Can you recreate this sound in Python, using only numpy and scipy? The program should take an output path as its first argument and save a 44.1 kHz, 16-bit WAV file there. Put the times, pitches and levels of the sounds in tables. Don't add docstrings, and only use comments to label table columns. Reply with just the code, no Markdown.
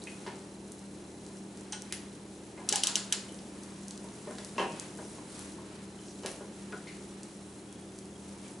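import sys
import numpy as np
from scipy import signal
from scipy.fft import rfft, irfft
from scipy.io import wavfile
from scipy.ndimage import uniform_filter1d

SR = 44100
rng = np.random.default_rng(int(sys.argv[2]) if len(sys.argv) > 2 else 0)


def volts(x):
    e = np.asarray(x, float) / 20
    return 10 ** e


def dump(signal):
    limited = np.clip(np.atleast_2d(signal).T, -1, 1)
    pcm = np.round(limited * 32767).astype(np.int16)
    wavfile.write(sys.argv[1], SR, pcm)


N = 379260
TIME = np.arange(N) / SR
TOP_HZ = 11050
LEFT_RIGHT = np.array([[1], [-1]])


def fade(t, t60):
    return np.exp(-np.log(1000) * t / t60)


def unit(x):
    return x / np.sqrt(np.mean(x ** 2))


def colour(x, points):
    hz, db = np.transpose(points)
    f = np.fft.rfftfreq(x.shape[-1], 1 / SR) + 1
    gain = volts(np.interp(np.log(f), np.log(hz), db))
    return irfft(rfft(x) * gain, x.shape[-1])


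def band(x, hz, width_hz):
    edges = np.clip([hz - width_hz / 2, hz + width_hz / 2], 30, .45 * SR)
    return signal.sosfilt(signal.butter(2, edges, "band", fs=SR, output="sos"), x)


def highpass(x, order, hz):
    return signal.sosfilt(signal.butter(order, hz, "high", fs=SR, output="sos"), x)


def walk(rate):
    k = int(SR / rate)
    held = np.repeat(rng.standard_normal(N // k + 1), k)
    return 1.09 * uniform_filter1d(uniform_filter1d(held, k), k)[:N]


# f/Hz, level/dB
STEREO_WIDTH = [(25, -16), (60, -19), (110, -13), (190, -24), (340, -14.5), (610, -10.5), (1090, -5),
                (1940, -4.5), (3460, -5.5), (6160, -8), (11000, -10.5)]


def wide(points):
    mid, side = rng.standard_normal((2, N))
    return unit(colour(mid + colour(side, STEREO_WIDTH) * LEFT_RIGHT, points))


def ring(modes, scatter_db, tilt_db=0, drift=0.021):
    hz, db, t60 = np.transpose(modes)[:, :, None]
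    level_chance, pitch_chance, phase = rng.standard_normal((3, len(modes), 1))
    t = TIME[:SR // 8]
    octaves_up = np.log2(np.maximum(hz / 1300, 1))
    gain = volts(db + scatter_db * level_chance + tilt_db * octaves_up)
    tone = np.sin(2 * np.pi * hz * (1 + drift * pitch_chance) * t + phase)
    return np.sum(gain * fade(t, t60) * tone, axis=0)


def burst(noise, points, length_s, tilt_db, rise_s):
    t = TIME[:len(noise)]
    tilted = [(hz, db + tilt_db * max(0, np.log2(hz / 1300))) for hz, db in points]
    return unit(colour(noise, tilted)) * (1 - np.exp(-t / rise_s)) * np.exp(-t / length_s)


def rattle(length_s):
    t = TIME[:SR // 8]
    return rng.laplace(size=len(t)) * np.exp(-t / length_s)


def add(track, s, sound, db):
    i = int(s * SR)
    sound = sound[:N - i]
    track[i:i + len(sound)] += volts(db) * sound / np.abs(sound).max()


# f/Hz, t60/s
OCTAVE_DECAYS = [(125, 0.99), (250, 0.4), (500, 0.49), (1000, 0.35), (2000, 0.41), (4000, 0.34),
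                 (8000, 0.29), (14000, 0.047)]


def tail_noise(t):
    return sum(fade(t, t60) * band(rng.standard_normal(len(t)), 1.28 * hz, 0.57 * hz * np.sqrt(2))
               for hz, t60 in OCTAVE_DECAYS)


# t/s, level/dB
NEAR_ECHOES = [(.002, -13), (.0048, -9), (.0073, -23.5)]
# f/Hz, level/dB
TAIL_WIDTH = [(200, -24), (1000, -8.5), (3000, -7.5), (8000, -8)]


def kitchen(both, near, far):
    t = TIME[:SR // 2]
    mid, side = tail_noise(t), tail_noise(t)
    tail = (mid + colour(side, TAIL_WIDTH) * LEFT_RIGHT) * (1 - np.exp(-t / 0.0039))
    tail = signal.sosfilt(signal.ellip(8, .2, 40, TOP_HZ, fs=SR, output="sos"), tail)
    tail = volts(-3.5) * tail / np.sqrt(np.sum(tail ** 2) / 2)
    early = np.zeros((2, SR // 50))
    early[:, 0] = 1
    for k, (s, db) in enumerate(NEAR_ECHOES):
        i = int(s * SR)
        early[[0, 1], [i, i + k % 2]] += volts(db)

    def heard(x, response):
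        return signal.fftconvolve(x[None], response, axes=1)[:, :N]

    return heard(both + near, early) + heard(both + far, tail)


# f/Hz, level/dB per Hz
DRAUGHT = [(12, -56), (20, -12), (59, -16.5), (143, -9.5), (178, -7), (198, 3.5), (246, -3.5), (317, -1),
           (409, -7.5), (526, -8.5), (653, -12), (872, -14.5), (1080, -25), (1210, -37), (1500, -32),
           (1950, -68), (3300, -120)]
# f/Hz, rms level/dB, wander/dB
FAN_TONES = [(58.4, -71, 4), (80.9, -65.5, 3), (119.6, -62, -1), (162.3, -61.5, -1), (197, -52.5, 1.5),
             (246, -87, 14), (295.8, -59.5, 0), (318.3, -61, 1), (353.3, -60.5, 2.5), (381.7, -61.5, 3),
             (402.3, -65.5, 0.5), (419.2, -63, 3)]


def fan():
    tones = np.zeros(N)
    for hz, db, wander_db in FAN_TONES:
        level = volts(db + wander_db * walk(9))
        phase = 0.51 * wander_db * walk(5) + rng.uniform(0, 2 * np.pi)
        tones += level * np.sin(2 * np.pi * hz * TIME + phase)
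    gusts = volts(.8 * walk(4))
    return np.sqrt(2) * tones + volts(-46.5 - 3.5) * gusts * wide(DRAUGHT)


# start t/s, end t/s, f/Hz, level/dB
FOCUS_HUNTS = [
    (2.1, 2.646, 4060, -63),
    (3.2, 4.5, 4040, -64),
    (4.898, 5.5, 4040, -62),
    (7.667, 7.838, 3320, -58),
    (7.834, 7.91, 3520, -64),
    (7.909, 8.12, 3280, -65),
    (8.118, 8.15, 3450, -59),
    (8.15, 8.174, 3250, -55),
    (8.176, 8.6, 4040, -66),
]


def focus_motor():
    hz, db = np.full(N, 4060.), np.full(N, -61.5)
    for start_s, end_s, hunt_hz, hunt_db in FOCUS_HUNTS:
        span = (TIME >= start_s) & (TIME < end_s)
        hz[span], db[span] = hunt_hz, hunt_db
    frame_hz = 29.97
    frames = TIME * frame_hz - .55 + .5
    index, phase = frames.astype(int), frames % 1 - .5
    count = int(N / SR * frame_hz) + 2
    size = volts(1.6 * rng.standard_normal(count))[index]
    detune = .005 * rng.standard_normal(count)[index]
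    hz = hz * (1 + detune - .04 * phase)
    gate = np.exp(-(phase / 0.16) ** 2)
    return volts(db) * size * gate * np.sin(2 * np.pi * np.cumsum(hz) / SR)


# f/Hz, level/dB per Hz
TREBLE_RUSTLE = [(1880, -23), (3200, 0), (4400, 0), (5080, 0.5), (5770, 5), (9570, 5.5), (10900, 4.5),
                 (11400, -23), (14800, -46), (22000, -120)]
# f/Hz, level/dB per Hz
MIDDLE_RUSTLE = [(530, -21), (900, 2.5), (1620, -1), (2980, -4), (3270, -6), (4200, -7), (5460, -9),
                 (9240, -120)]
# t/s at the height, half length/s, swell/dB, coarse share 0-1 (bread against sleeve)
ARM_MOVES = [(.12, 0.14, 6, 0.3), (0.325, 0.13, 4, 0.6), (1.298, 0.12, 1, 0.2), (1.91, 0.24, 3.5, 0.7),
             (2.876, 0.16, 16.5, 0.56), (3.2, 0.12, 9, 0.52), (3.415, 0.53, 3.5, 0.5),
             (3.763, 0.17, 3.5, 0.5), (4.198, 0.2, 5.5, 0.46), (4.463, 0.11, 7.5, 0.3),
             (4.616, 0.046, 17, 0.8), (4.78, 0.14, 13.5, 0.54), (5.093, 0.14, 8, 0.36),
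             (5.417, 0.13, 14.5, 0.46), (5.744, 0.11, 4.5, 0.8), (6.095, 0.15, 5, 0.35),
             (6.31, 0.08, 9, 0.5), (6.85, 0.32, 5.5, 0.46), (7.297, 0.13, 1.5, 0.5), (8.303, 0.082, 5, 0.4),
             (8.48, 0.061, 7.5, 0.5)]


def rustle():
    t = TIME[::64]
    treble_db, middle_db = -57.5, -59.5
    for s, half_s, db, coarse in ARM_MOVES:
        swell_db = db * np.exp(-((t - s) / half_s) ** 2)
        treble_db = treble_db + (1 - coarse) * swell_db
        middle_db = middle_db + coarse * swell_db
    treble_db, middle_db = np.interp(TIME, t, treble_db), np.interp(TIME, t, middle_db)
    grain = volts(.6 * walk(30) + 1.5 * walk(300))
    treble = volts(treble_db - 1.5) * wide(TREBLE_RUSTLE)
    middle = volts(middle_db + .7 * walk(12)) * wide(MIDDLE_RUSTLE)
    return grain * treble + middle


# t/s at the height, half length/s, level/dB, centre f/Hz, width/Hz
SIZZLE_PATCHES = [(4.33, 0.092, -66, 9000, 3000), (5.053, .04, -60, 5850, 1500),
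                  (5.083, 0.13, -59, 9250, 2600), (5.167, .05, -63, 6000, 1500),
                  (5.327, .06, -57, 8800, 2600), (5.35, .05, -58.5, 4470, 1500),
                  (5.47, .05, -68, 8800, 3000), (6.098, .04, -59, 5860, 1500), (7.51, .15, -62, 8800, 3000),
                  (8.453, .15, -67, 9500, 3000), (8.466, 0.037, -59.5, 2800, 1800)]


def sizzle():
    out = np.zeros((2, N))
    for s, half_s, db, hz, width_hz in SIZZLE_PATCHES:
        i, t = int((s - .4) * SR), np.arange(-.4, .4, 1 / SR)
        mid, side = rng.laplace(size=(2, len(t)))
        hiss = unit(band(mid + 0.22 * side * LEFT_RIGHT, hz, width_hz))
        patch = hiss * np.exp(-(t / half_s) ** 2)
        out[:, i:i + len(t)] += volts(db) * patch[:, :N - i]
    return out


# t/s, peak level/dB, centre f/Hz, share that reaches the walls 0-1
PLASTIC_SNAPS = [(0.039, -34, 8600, 0.6), (0.72, -31, 9940, 0.8), (1.821, -28, 9500, 0.3),
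                 (1.9293, -41, 8000, 0.7), (3.635, -36.5, 8500, 0.9), (3.8827, -29, 8800, 0.7),
                 (3.909, -31, 6800, 0.8), (3.977, -35.5, 7100, 0.33), (4.4478, -31, 8050, 0.5),
                 (4.798, -24, 7260, 0.5), (5.393, -30, 8850, 0.5), (6.27, -43, 4000, 0.5),
                 (6.316, -30, 10500, 0.7), (7.2328, -33.5, 7750, 0.8), (7.9883, -36.5, 8350, 0.7)]
# t/s, peak level/dB, centre f/Hz
FAT_SPITS = [(0.098, -43, 7500), (0.357, -45, 7000), (0.6784, -46, 7940), (0.793, -42, 7200),
             (1.265, -39, 6940), (1.3705, -42, 8230), (1.5737, -43, 7300), (1.6102, -42, 8210),
             (3.325, -41, 8500), (3.345, -41, 7000), (3.39, -42.5, 4500), (3.835, -46, 6100),
             (3.9595, -45, 7040), (4.0427, -41, 9000), (4.0876, -44, 5000), (4.3106, -41, 8680),
             (4.3535, -42, 7050), (4.7212, -39, 8000), (4.7294, -43, 6830), (4.9521, -41, 9000),
             (4.962, -43, 9010), (4.974, -37, 9190), (4.982, -39, 9480), (5.3023, -45, 9400),
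             (6.0581, -48, 6200), (6.084, -45, 5800), (6.11, -45, 5800), (6.2345, -42, 6000),
             (6.361, -39, 9500), (7.727, -39.5, 8050), (7.962, -45, 8500), (8.0558, -42, 8050),
             (8.481, -44, 8090)]
HINGE_POPS = [
    (1.925, -13, 900),
    (6.2612, -15, 900),
]


def ticks():
    open_air, shaded = np.zeros((2, N))
    t = TIME[:600]
    rows = [(*row, 1.0) for row in PLASTIC_SNAPS]
    rows += [(*row, 0.7, 0.89) for row in FAT_SPITS]
    for s, db, hz, share, relative_width in rows:
        splutter = .09 * rng.standard_normal(600) * np.exp(-t / .0009)
        snap = signal.unit_impulse(600) + splutter
        snap = band(band(snap, hz, hz * relative_width), hz, hz * relative_width)
        add(open_air, s, -snap, db + 7 + 20 * np.log10(share))
        add(shaded, s, -snap, db + 6 + 20 * np.log10(1 - share))
    for s, db, low_hz in HINGE_POPS:
        add(open_air, s, band(signal.unit_impulse(600), low_hz + 8000, 14700), db)
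    return open_air, shaded


# t/s, peak level/dB, f/Hz, t60/s
LONE_RINGS = [(0.0732, -38, 2480, .02), (0.0734, -45, 3150, .012), (0.264, -42, 960, 0.062),
              (1.726, -53, 1460, 0.3), (1.73, -41, 850, 0.08), (1.74, -54, 5700, 0.27),
              (1.9253, -28, 9960, .012), (4.5812, -27, 2730, 0.023), (4.582, -29, 1063, 0.13),
              (4.584, -34, 935, 0.22), (4.63, -53, 2570, .7)]


def rings():
    out, t = np.zeros(N), TIME[:SR // 3]
    for s, db, hz, t60 in LONE_RINGS:
        add(out, s, fade(t, t60) * np.sin(2 * np.pi * hz * t), db)
    return out


# t/s, peak level/dB, centre f/Hz, width/Hz, length/s
SMALL_CLINKS = [(0.019, -48.5, 3970, 900, 0.004), (0.0711, -39.5, 2650, 1100, 0.0014),
                (0.076, -50, 2600, 1000, 0.012), (0.265, -49, 3300, 900, 0.0076),
                (1.7225, -34, 5900, 1500, 0.0056), (1.723, -38.5, 8750, 600, 0.0053),
                (1.725, -39, 3250, 4000, 0.012), (1.73, -39, 3270, 900, 0.0028),
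                (1.906, -53, 2150, 880, 0.0039), (1.923, -42, 3320, 3630, 0.0095),
                (2.575, -48.5, 820, 500, 0.044), (2.576, -54, 2300, 900, 0.004),
                (2.6, -55, 1900, 700, .008), (2.676, -51, 1800, 1500, 0.014),
                (2.732, -35.5, 820, 99, 0.0068), (2.751, -53, 820, 120, .006),
                (2.728, -38.5, 1880, 900, .012), (2.721, -37, 507, 500, 0.0044),
                (3.123, -37.5, 1910, 1400, 0.0037), (3.126, -40, 3000, 3000, 0.0056),
                (3.288, -55.5, 3140, 300, .004), (5.987, -59, 3180, 300, .005),
                (4.385, -36, 4440, 5500, 0.0015), (4.564, -41.5, 330, 298, 0.0088),
                    (4.5805, -39.5, 4520, 2400, 0.015), (4.595, -34, 2900, 500, 0.0045),
                    (4.585, -42, 1900, 900, 0.016), (4.612, -46, 3170, 900, .006),
                    (4.6, -39, 1025, 196, 0.022), (4.64, -53, 2540, 300, 0.06),
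                    (5.181, -53, 920, 300, 0.012), (5.583, -49.5, 980, 300, 0.014),
                    (6.26, -45.5, 3600, 4000, 0.02), (6.723, -43, 1290, 1490, 0.0072),
                    (6.725, -48, 1430, 200, 0.016), (6.726, -52, 450, 200, 0.01),
                    (6.87, -50.5, 2050, 350, 0.0074), (6.888, -51, 2260, 500, .015),
                    (6.87, -60, 4340, 400, 0.0089), (6.873, -51, 3380, 2600, 0.028)]


def clinks():
    out = np.zeros(N)
    housing = [(s + 0.0074, db - 27.5, 1200, 1200, 0.02) for s, db, _ in DIAL_DETENTS]
    for s, db, hz, width_hz, length_s in [*SMALL_CLINKS, *housing]:
        add(out, s, band(rattle(length_s), hz, width_hz), db + 6)
    return out


# t/s, peak level/dB, rattle length/s, treble slope/dB per octave
LID_KNOCKS = [(0.263, -39, 0.02, 0.5), (0.272, -39, 0.019, -8), (0.284, -47, 0.014, -6),
              (4.041, -46, 0.019, -26), (4.271, -37.5, 0.019, -14), (4.303, -43, 0.017, -10),
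              (4.38, -44.5, 0.033, 0), (4.582, -31.5, 0.0076, -6), (4.595, -28.5, 0.016, -13),
              (4.61, -30, 0.02, -11), (4.631, -38, 0.032, -13), (4.985, -40.5, 0.017, -12),
              (5.014, -51, 0.023, -23), (5.181, -46.5, 0.01, -9), (5.573, -48, 0.016, -8),
              (6.234, -41.5, 0.013, -2), (6.247, -36.5, 0.015, -39), (6.277, -44, 0.0055, -27),
              (6.406, -41, 0.018, -45), (6.724, -40.5, 0.0064, -20), (6.73, -43, 0.013, -17)]
# f/Hz, level/dB per Hz
DENSE_MODES = [(71, -46), (120, -40), (192, -11.5), (318, -4.5), (374, 0.5), (680, -13.5), (1050, -8.5),
               (1170, -16), (1710, -9), (2200, -14), (2990, -14), (3710, -15.5), (9000, -24.5),
               (11700, -69), (19800, -120)]
# f/Hz, level/dB, t60/s
BODY_MODES = [(171, 4.5, 0.087), (205, 0, 0.068), (270, -8, 0.054), (375, -7, 0.14), (453, -22, 0.035),
              (518, 2, 0.037), (621, 6.5, 0.085), (766, 4.5, 0.07), (900, 7.5, 0.057), (1080, -21, 0.019),
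              (1270, -27, 0.024), (1460, -16, .03), (1710, 5, 0.026), (2110, 3, .02)]


def knocks():
    out = np.zeros(N)
    for s, db, length_s, tilt_db in LID_KNOCKS:
        thud = burst(rng.standard_normal(SR // 8), DENSE_MODES, length_s, tilt_db, 0.0013)
        add(out, s, thud, db + 3.5)
        blow = ring(BODY_MODES, scatter_db=3.0, tilt_db=tilt_db)
        add(out, s, signal.fftconvolve(rattle(length_s / 2), blow), db + 0.5)
    return highpass(out, 3, 150)


# f/Hz, level/dB per Hz
WALL_COLOUR = [(1800, -35), (2700, -0.5), (4240, 4), (6300, 0.5), (7300, 7.5), (8300, -4.5), (10000, 1.5),
               (11500, -37)]


def dial_wash():
    out, click = np.zeros(N), colour(signal.unit_impulse(2048, "mid"), WALL_COLOUR)
    for s, db, _ in DIAL_DETENTS:
        add(out, s - 1024 / SR + .0014, click, db + 9)
    return out


# t/s, peak level/dB, brightness/dB per octave
DIAL_DETENTS = [
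    (2.6893, -16.5, 4.5),
    (2.7251, -16, 3),
    (2.7575, -16, 5),
    (2.835, -15.5, 3),
    (2.8701, -15, 3.5),
    (2.9553, -15, 2.5),
    (3.1242, -16, 3.5),
]
# f/Hz, level/dB per Hz
SPRING_CRACK = [(880, -27), (1500, 4), (2000, -3), (2200, -22), (2540, -8.5), (3030, 0), (3360, -5),
                (4720, -11), (5050, -8), (5450, 2), (6790, -6), (7330, -5), (7910, -7), (9870, -6.5),
                (11400, -16), (14800, -9.5), (22000, -120)]
# f/Hz, level/dB, t60/s
PANEL_MODES = [(1500, -12, 0.02), (2100, -14, 0.012), (2850, -6, 0.012), (3300, -8, 0.008),
               (3690, -14, 0.006), (4240, 1, 0.013), (4830, -6, 0.008), (5480, -1, 0.009), (6300, -2, .008),
               (7230, -3, 0.022), (7420, -3, 0.025), (8700, -4, 0.008), (9380, -3, 0.008),
               (10300, -6, .006)]


def dial():
    out, spring = np.zeros(N), rng.standard_normal(SR // 20)
    spring[20] += 5
    for s, db, tilt_db in DIAL_DETENTS:
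        noise = spring + 0.83 * rng.standard_normal(SR // 20)
        crack = burst(noise, SPRING_CRACK, 0.0012, tilt_db, 0.00053)
        chatter = burst(noise, SPRING_CRACK, 0.0029, tilt_db, 0.0011)
        add(out, s, crack + volts(-10) * chatter, db + 5.5)
        panel = ring(PANEL_MODES, scatter_db=2.5, tilt_db=tilt_db, drift=0.01)
        add(out, s + 0.00044, panel, db - 3)
    return highpass(out, 6, 2600)


def scene():
    open_air, shaded = ticks()
    both = open_air + clinks() + knocks() + rings()
    press = kitchen(both=both, near=dial(), far=dial_wash()) + shaded
    surroundings = rustle() + fan() + sizzle()
    return press * volts(.45 * LEFT_RIGHT) + surroundings * volts(.15 * LEFT_RIGHT) + focus_motor()


def low_pass(x):
    return signal.sosfilt(signal.butter(12, 15000, fs=SR, output="sos"), x)


def record(dry):
    dry = highpass(dry, 2, 45)
    cut = signal.sosfilt(signal.ellip(10, .2, 20, TOP_HZ, fs=SR, output="sos"), dry)
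    return low_pass(cut)


dry = scene()
out = record(dry)
dump(out)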